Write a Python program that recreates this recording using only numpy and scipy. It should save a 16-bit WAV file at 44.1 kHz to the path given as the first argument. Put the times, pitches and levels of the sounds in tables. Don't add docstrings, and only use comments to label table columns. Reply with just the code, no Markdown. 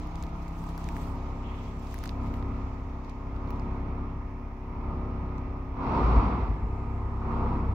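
import sys
import numpy as np
from scipy import signal
from scipy.fft import rfft, irfft, next_fast_len
from scipy.io import wavfile
from scipy.ndimage import uniform_filter1d

SR = 44100
rng = np.random.default_rng(int(sys.argv[2]) if len(sys.argv) > 2 else 0)


def voltage_ratio(level):
    return 10 ** (np.asarray(level, float) / 20)


def unload_wav(signal):
    wavfile.write(
        sys.argv[1],
        SR,
        np.round(np.clip(np.atleast_2d(signal).T, -1, 1) * 32767).astype(np.int16),
    )


N = 341334

# start_s, beat_hz
KNIFE_SPEED = [(0, 33.42), (1.9, 33.42), (2.1, 33.55), (2.3, 33.44), (5.75, 33.45), (6.0, 32.9),
               (6.2, 32.8), (6.44, 31.6), (6.56, 32.2), (6.7, 33.45), (7.22, 33.45), (7.4, 33.2),
               (7.74, 33.4)]
# start_s, load_db
FEED_LOAD = [(0, 0), (.75, 0), (1.02, 1.7), (1.75, -1.16), (2.02, -2), (2.22, 2.5), (2.56, 2), (2.75, -1),
             (3.15, -2.5), (3.5, 2.5), (4.02, 1.5), (4.2, -1.5), (4.6, -3.5), (4.9, 2.5), (5.35, 1.5),
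             (5.72, -1), (6.75, 1.16), (7.74, 0.47)]
# start_s, bite_s, grind_s, size_db, extra_bass_db
LUMPS = [
    (5.739, 0.3022, 0.643, -0.37, 0.03),
    (7.17, 0.249, 0.497, -8.5, 3),
]
# steady_db, slope_db_per_load_db, lump_db, linger_ratio, bass_share_ratio
BOOM_LAW = (-50.5, -0.03, -34.5, 1.37, -1.4)
RUMBLE_LAW = (-42, 1.46, -26, 1.1854, 0.925)
ROAR_LAW = (-48, 1.1458, -29.5, 1.0242, 0.02)
GRIT_LAW = (-61.5, 0.61, -49, 1.1473, .1)
UPPER_LAW = (-42.5, 1.03, -33.5, 0.78, 2)
# law (columns as above), walk_db_per_m, drag_loss_db_per_hz
LOWEST_TONES = [
    ((-39.5, 0.8, -41, 1.55, 5), 0.26, 13),
    ((-42, 1.19, -47.5, -0.16, 3), 2.02, 8.1),
    ((-50.5, 1.6, -58, -0.46, 4.5), 4.9, 9),
]
UPPER_MULTIPLES = [4, 5, 6, 7, 8, 9, 10, 11, 12, 13, 14, 15, 17, 18, 19, 20, 21, 23, 24, 25, 26, 27, 28, 29,
                   30, 31, 32, 36, 37, 39]
# first_spot_db, walk_db_per_m, bend_db_per_m2
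UPPER_FIELD = [(-12.5, 1.5, 1.1847), (-2, -5, -0.23), (-17, 2.5, -0.48), (-12, 7.5, -2), (-12, 13.5, -6),
               (-8.5, -6.5, 2.25), (-13, -9.5, 4), (-26.5, 21, -6.5), (-31.5, 11.5, -1.63),
               (-20.5, 5.5, -1.7), (-31.5, 14, -3.5), (-32.5, 14.5, -4), (-26.5, 13.5, -6),
               (-23.5, 5.5, -2.5), (-30.5, 7, -3), (-16, 0.69, -1.5), (-28, -6.5, 4.5), (-20.5, -3.5, 2.5),
               (-17, -3.5, 1.33), (-16, -15.5, 5.5), (-23, -2, 2.32), (-22, 5.5, -1.86), (-22.5, 1.5, 0.89),
               (-20, -12.5, 6.5), (-26, 6.5, -1.14), (-28, 8.5, -3), (-30, 12.5, -4), (-22.5, -20, 9.5),
               (-20.5, 5, -1.2749), (-23, -5.5, 3.5)]
# multiple of a shaft turn, level_db
SHAFT_TONES = [(4, -54.5), (5, -49.5), (7, -52), (8, -54), (10, -62), (14, -59.5)]
# start_s, end_s
STEPS = [
    (.85, 1.215),
    (2.0, 2.14),
    (5.9, 5.97),
]
WALKED_M = [1.275, 1.25, 2.202]
# pitch_hz, level_db (per Hz)
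BOOM_COLOUR = [(25, -120), (38, -6.5), (50, 2.5), (58, 0), (68, 2), (90, -6.5), (115, -11.5), (150, -120)]
RUMBLE_COLOUR = [(59, -31), (100, -5), (162, -2.5), (269, -3.5), (356, -8), (396, -9.5), (440, -9),
                 (540, -13), (700, -44.5), (1190, -120)]
ROAR_COLOUR = [(330, -36), (500, -13.5), (560, -15), (700, -3.5), (800, -7), (920, 0), (1250, -4),
               (1400, -11), (1600, -24.5), (2100, -52), (3500, -120)]
GRIT_COLOUR = [(910, -30), (1550, -4), (2250, -1), (2700, -6), (2900, -12), (4370, -16.5), (6070, -26),
               (6600, -39), (7600, -36), (10000, -50.5), (13000, -90.5)]
# pitch_hz, level_db (per Hz)
AIR_COLOUR = [(2000, -54.5), (2900, -16), (3900, -23), (5400, -8.5), (7000, -18), (7850, -25.5),
              (8000, -28.5), (11000, -24), (15000, -24.5), (17000, -15.5)]
# start_s, level_db
VENT_LEVEL = [(0.0, -82.5), (1.75, -76), (3.99, -92.5), (5.76, -104), (6.01, -80), (7.74, -80)]
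# pitch_hz, level_db (per Hz)
DUCT_COLOUR = [(5500, -60.5), (6400, -8), (7400, -1), (7850, -1), (8000, -59.5)]
# pitch_hz, likeness_ratio
PORT_LIKENESS = [(60, .989), (200, .992), (330, .96), (560, .95), (800, .8), (1100, .25), (2200, .45),
                 (4000, .1), (7000, .1), (8500, .62)]
# pitch_hz, level_db
PORT_TILT = [(30, 1), (130, .4), (450, .9), (740, .5), (1220, -2), (2010, -7), (3330, -2.5), (5500, 4),
             (9080, -5), (15000, 1.5)]
# pitch_hz, lead_rad
PORT_LEAD = [(30, -.05), (170, -.07), (300, -.2), (670, -.3), (950, -.25), (1300, -.8), (1640, -1.3),
             (2330, -.4), (3270, -2), (6000, 0)]
# centre_s, fine_db, length_s, coarse_over_fine_db
BRUSHES = [(0.003, -77, 0.0304, 17), (0.231, -73, 0.058, 4.5), (.43, -73, 0.052, 1.5),
           (0.619, -67, 0.094, 2.7), (0.792, -68.5, 0.045, 7.5), (0.9, -65, 0.073, 4),
           (1.027, -63.5, 0.0714, 1.42), (1.248, -78, 0.112, 12), (1.641, -72.5, 0.095, 8.5),
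           (1.934, -67, 0.107, 7.5), (2.063, -67.5, 0.0466, 8.5), (2.26, -72.5, 0.038, 7.5),
           (2.351, -71, .045, 4.5), (2.621, -86.5, 0.079, 17.5), (2.84, -85.5, 0.084, 6),
           (3.075, -88.5, 0.051, 21), (3.34, -85.5, 0.037, -1), (3.543, -81.5, 0.044, 11)]
SETTLE_DB = (-77, -64.5)
SETTLE_DB_PER_S = (4, 2.5)
# pitch_hz, level_db (per Hz)
FINE_COLOUR = [(4410, -27.5), (7500, 0), (9390, -6), (10800, -3), (12400, -6.5), (14900, -2), (16000, -9.5)]
COARSE_COLOUR = [(1470, -24), (2500, 5.5), (4790, 0.5), (5730, -1), (6720, -2.5), (8200, -27.5),
                 (10700, -40), (18000, -120)]
# start_s, peak_db, left_right_db, middle_hz
BRITTLE_SNAPS = [(.0727, -53, -1, 5300), (0.2377, -42, -5.5, 3900), (0.6909, -46, 4, 4630),
                 (0.7789, -41, 1.02, 4730), (0.9675, -47.5, 2, 5500), (1.943, -41, 6.5, 5430),
                 (1.9603, -52, -3.3, 3800), (1.9818, -49, -10, 4800), (2.039, -36, -7, 4600),
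                 (2.0424, -45.5, -0.7, 4700), (2.341, -50, -8, 3500), (3.5062, -46, -11, 4240)]
DRY_SNAPS = [(0.1566, -41, -1.2, 5100), (.2261, -35.5, -4.5, 5300), (0.2676, -45, -0.47, 3900),
             (.4812, -47, -2, 4940), (.8427, -39.5, 3, 5200), (1.9884, -37, 0, 6410),
             (2.0764, -40, -0.1, 5330), (2.0934, -33, -4, 3470), (3.048, -52, 6, 4400),
             (3.095, -47, 5.5, 3600), (3.098, -50, 3.5, 5560), (3.5608, -55.5, 5.5, 4100),
             (3.5974, -47, -3, 4130)]
THICK_SNAPS = [(.641, -50.5, -2, 4700), (.889, -37.5, 2.5, 5460), (0.9658, -46, -11, 2600),
               (1.8711, -50.5, -8, 4500), (2.0302, -49.5, 0.98, 2500), (2.0573, -38, -3, 6500),
               (2.0595, -45, -9, 3900), (2.4266, -50, -11.5, 3420), (3.3642, -53, -9.5, 3380),
               (3.4754, -56, -9.5, 3500), (3.758, -59, 3, 5280), (5.382, -55, 3.3, 4780)]
# low_part_db, high_part_db
STALK_COLOUR = [
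    (-14.5, -17),
    (2.5, -12),
    (-1.5, -1),
]
# start_s, level_db
SCUFF_LEVEL = [
    (0, -93),
    (1.33, -94),
    (1.46, -57),
    (1.56, -60.5),
    (1.69, -66.5),
    (1.78, -82),
]
# pitch_hz, level_db (per Hz)
SOLE_COLOUR = [(1200, -37.5), (1800, -8), (2100, -4), (2600, -4.5), (3400, -5), (3800, -16), (5500, -47),
               (9000, -120)]
# centre_s, level_db, pitch_hz, length_s
WALL_JOLTS = [(6.018, -28, 59.59, 0.13), (6.102, -24.5, 57.95, 0.17), (6.264, -25, 61, 0.039),
              (6.345, -29, 58.9, .09), (6.456, -28, 60.54, 0.15), (6.638, -28.5, 62.86, 0.048)]
TOP_HZ = 15800


def unit(x):
    return x / np.sqrt(np.mean(x ** 2) + 1e-20)


def along(points, hz):
    f, v = np.transpose(points)
    return np.interp(np.log(hz + 1), np.log(f + 1), v)


def curves(rows):
    s, *cols = np.transpose(rows)
    return [np.interp(np.arange(N) / SR, s, c) for c in cols]


def wobble(rate):
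    count = int(N * rate / SR) + 3
    return np.interp(np.arange(N) * rate / SR, np.arange(count), rng.standard_normal(count))


def filtered(x, response):
    edge = SR // 10
    no_pad = [(0, 0)] * (x.ndim - 1)
    wide = np.pad(x, no_pad + [(edge, edge)], mode="reflect", reflect_type="odd")
    m = next_fast_len(wide.shape[-1])
    spectrum = rfft(wide, m) * response(np.fft.rfftfreq(m, 1 / SR))
    return irfft(spectrum, m)[..., edge:edge + N]


def brightened(x, above_hz, gain_db):
    top = filtered(x, lambda hz: 1 / (1 + (above_hz / (hz + 1)) ** 8))
    return x + (voltage_ratio(gain_db) - 1) * top


def rush(colour, patchy_db, size=12):
    z = signal.stft(rng.standard_normal((2, N)), nperseg=512)[2]
    patches = uniform_filter1d(rng.standard_normal(z.shape[1:]), size=72 // size, axis=0)
    patches = uniform_filter1d(patches, size=size, axis=1)
    pair = signal.istft(z * voltage_ratio(patchy_db * unit(patches)), nperseg=512)[1][:, :N]
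    return unit(filtered(pair, lambda hz: voltage_ratio(along(colour, hz))))


def line(angle, db, drift_db, sway):
    start = rng.uniform(0, 2 * np.pi) + sway * wobble(4)
    late = np.array([[0], [rng.choice([-1, 1]) * np.pi / 2]])
    return np.sqrt(2) * voltage_ratio(db + drift_db * wobble(3)) * np.sin(angle + start + late)


def effort(law, lag_s=0):
    steady_db, slope, lump_db, linger, share = law
    t = np.arange(N) / SR - lag_s

    def quarter(s, length):
        return np.pi / 2 * np.clip((t - s) / length, 0, 1)

    lumps = 0
    for s, bite, grind, db, weight_db in LUMPS:
        rise = np.sin(quarter(s, bite)) ** 0.818
        fall = abs(np.cos(quarter(s + bite, linger * grind))) ** 1.993
        lumps = lumps + voltage_ratio(db + share * weight_db) * rise * fall
    steady = voltage_ratio(steady_db + slope * curves(FEED_LOAD)[0])
    return 20 * np.log10(np.hypot(steady, voltage_ratio(lump_db) * lumps))


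def knives():
    speed, = curves(KNIFE_SPEED)
    drag_hz = np.maximum(33.05 - speed, 0)
    load_db = effort(UPPER_LAW) - 0.5 * drag_hz
    angle = 2 * np.pi * np.cumsum(speed) / SR
    place_m = np.interp(np.arange(N) / SR, np.ravel(STEPS), np.repeat([0, *WALKED_M], 2)[1:-1])
    hum = 0
    for k, (law, per_m, loss_db) in enumerate(LOWEST_TONES, 1):
        db = effort(law, lag_s=.07) + per_m * place_m - loss_db * drag_hz
        hum = hum + line(k * angle, db, drift_db=0.64, sway=0.13)
    for k, (db, per_m, bend) in zip(UPPER_MULTIPLES, UPPER_FIELD):
        field_db = db + (per_m + bend * place_m) * place_m
        hum += line(k * angle, load_db + field_db, drift_db=1.5, sway=0.15 + .005 * k)
    turn = angle / 3
    for k, db in SHAFT_TONES:
        hum += line(k * turn, db + (load_db + 42.5), drift_db=0.0, sway=1.25)
    return hum, angle


def feed(angle):
    boom_db = effort(BOOM_LAW, lag_s=.18)
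    rumble_db = effort(RUMBLE_LAW, lag_s=.04)
    roar_db, grit_db = effort(ROAR_LAW), effort(GRIT_LAW)
    throb = unit(1 + 0.045 * np.cos(angle))
    boom = voltage_ratio(boom_db + 6.0) * rush(BOOM_COLOUR, patchy_db=4.0)
    rumble = brightened(rush(RUMBLE_COLOUR, patchy_db=1), 230, 0.236 * (roar_db + 29.5))
    roar = voltage_ratio(roar_db - 0.5) * rush(ROAR_COLOUR, patchy_db=1.0) * throb
    grit = brightened(rush(GRIT_COLOUR, patchy_db=0.83), 2800, 0.5 * (grit_db + 54.0))
    return boom + voltage_ratio(rumble_db - 3.0) * rumble + roar + voltage_ratio(grit_db + 2.0) * grit * throb


def far_hiss():
    air = voltage_ratio(-75.5) * rush(AIR_COLOUR, patchy_db=0.7)
    vent = voltage_ratio(curves(VENT_LEVEL)[0] - 3.5) * rush(DUCT_COLOUR, patchy_db=1.5)
    return air + vent


def ports(pair):
    def share(hz):
        turn = np.arccos(np.clip(along(PORT_LIKENESS, hz), 0, 1)) / 2
        return np.array([np.cos(turn), np.sin(turn)])

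    def left_right(hz):
        half = voltage_ratio(along(PORT_TILT, hz) / 2) * np.exp(.5j * along(PORT_LEAD, hz))
        return np.array([half, 1 / half])

    mid, side = filtered(pair, share)
    return filtered(np.array([mid + side, mid - side]), left_right)


def brushing():
    t = np.arange(N) / SR
    power = voltage_ratio(2 * (np.c_[list(SETTLE_DB)] - np.c_[list(SETTLE_DB_PER_S)] * t))
    for s, db, length, coarse_db in BRUSHES:
        swell = np.exp(-((t - s) / length) ** 2)
        power = power + voltage_ratio([[2 * db], [2 * (db + coarse_db)]]) * swell
    return np.sqrt(power)


def grass():
    fine_gain, coarse_gain = brushing()
    still = np.clip((3.9 - np.arange(N) / SR) / .1, 0, 1)
    hits = (rng.random(N) < 110 / SR) * rng.exponential(1.3, N)
    ticks = signal.lfilter([1], [1, -.96], hits)
    left_right = voltage_ratio([[-.8], [.8]])
    fine = fine_gain * left_right * unit(1 + ticks) * rush(FINE_COLOUR, patchy_db=3.0, size=4)
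    coarse = coarse_gain * unit(1 + .3 * ticks) * rush(COARSE_COLOUR, patchy_db=1, size=4)
    flutter = unit(voltage_ratio(1.2 * wobble(70)))
    return still * flutter * (fine + coarse)


def snaps():
    kinds = zip([DRY_SNAPS, THICK_SNAPS, BRITTLE_SNAPS], STALK_COLOUR)
    stalks = [(*row, *colour) for rows, colour in kinds for row in rows]
    s, db, pan_db, middle_hz, low_db, high_db = np.transpose(stalks)
    t = np.arange(-256, 768) / SR
    noise = rng.standard_normal((len(s), 3, len(t)))
    fade = voltage_ratio(-60 * abs(t) / 0.0025) + 0.14 * voltage_ratio(-60 * abs(t) / 0.022)
    crack = (noise[:, :1] + noise[:, 1:]) * (t >= 0) * fade
    hz = np.fft.rfftfreq(len(t), 1 / SR)
    parts = [(1600, .7, low_db + 2.0),
             (middle_hz[:, None, None], .65, -.3),
             (13500, .45, high_db - 0.5)]
    out = np.zeros((2, N + len(t)))
    for centre_hz, octaves, part_db in parts:
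        part = irfft(rfft(crack) * np.exp(-(np.log2((hz + 1) / centre_hz) / octaves) ** 2))
        peak = abs(part.mean(axis=1)).max(axis=1)
        part *= (voltage_ratio(db + part_db) / peak)[:, None, None]
        for at, pan, piece in zip(s, pan_db, part):
            first = round((at - .0003 + t[0]) * SR)
            out[:, first:][:, :len(t)] += voltage_ratio([[pan / 2], [-pan / 2]]) * piece
    return out[:, :N]


def scuff():
    return voltage_ratio(curves(SCUFF_LEVEL)[0] + 3.0) * rush(SOLE_COLOUR, patchy_db=2.0, size=4)


def jolts():
    t = np.arange(N) / SR
    out = 0
    for s, db, hz, length in WALL_JOLTS:
        swell = np.cos(np.pi * np.clip((t - s) / length, -.5, .5))
        out = out + swell * line(2 * np.pi * hz * t, db, drift_db=0, sway=.2)
    return out


def scene():
    hum, angle = knives()
    distant = ports(hum + feed(angle) + far_hiss() + jolts())
    steady = distant + grass() + scuff()
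    return filtered(steady, lambda hz: hz < TOP_HZ) + snaps()


def low_pass(x):
    return signal.sosfilt(signal.butter(12, 16520, fs=SR, output="sos"), x)


def record(dry):
    closing = np.clip((N - np.arange(N)) / (.008 * SR), 0, 1)
    mix = closing * filtered(dry, lambda hz: hz < TOP_HZ + 650)
    return low_pass(mix)


dry = scene()
out = record(dry)
unload_wav(out)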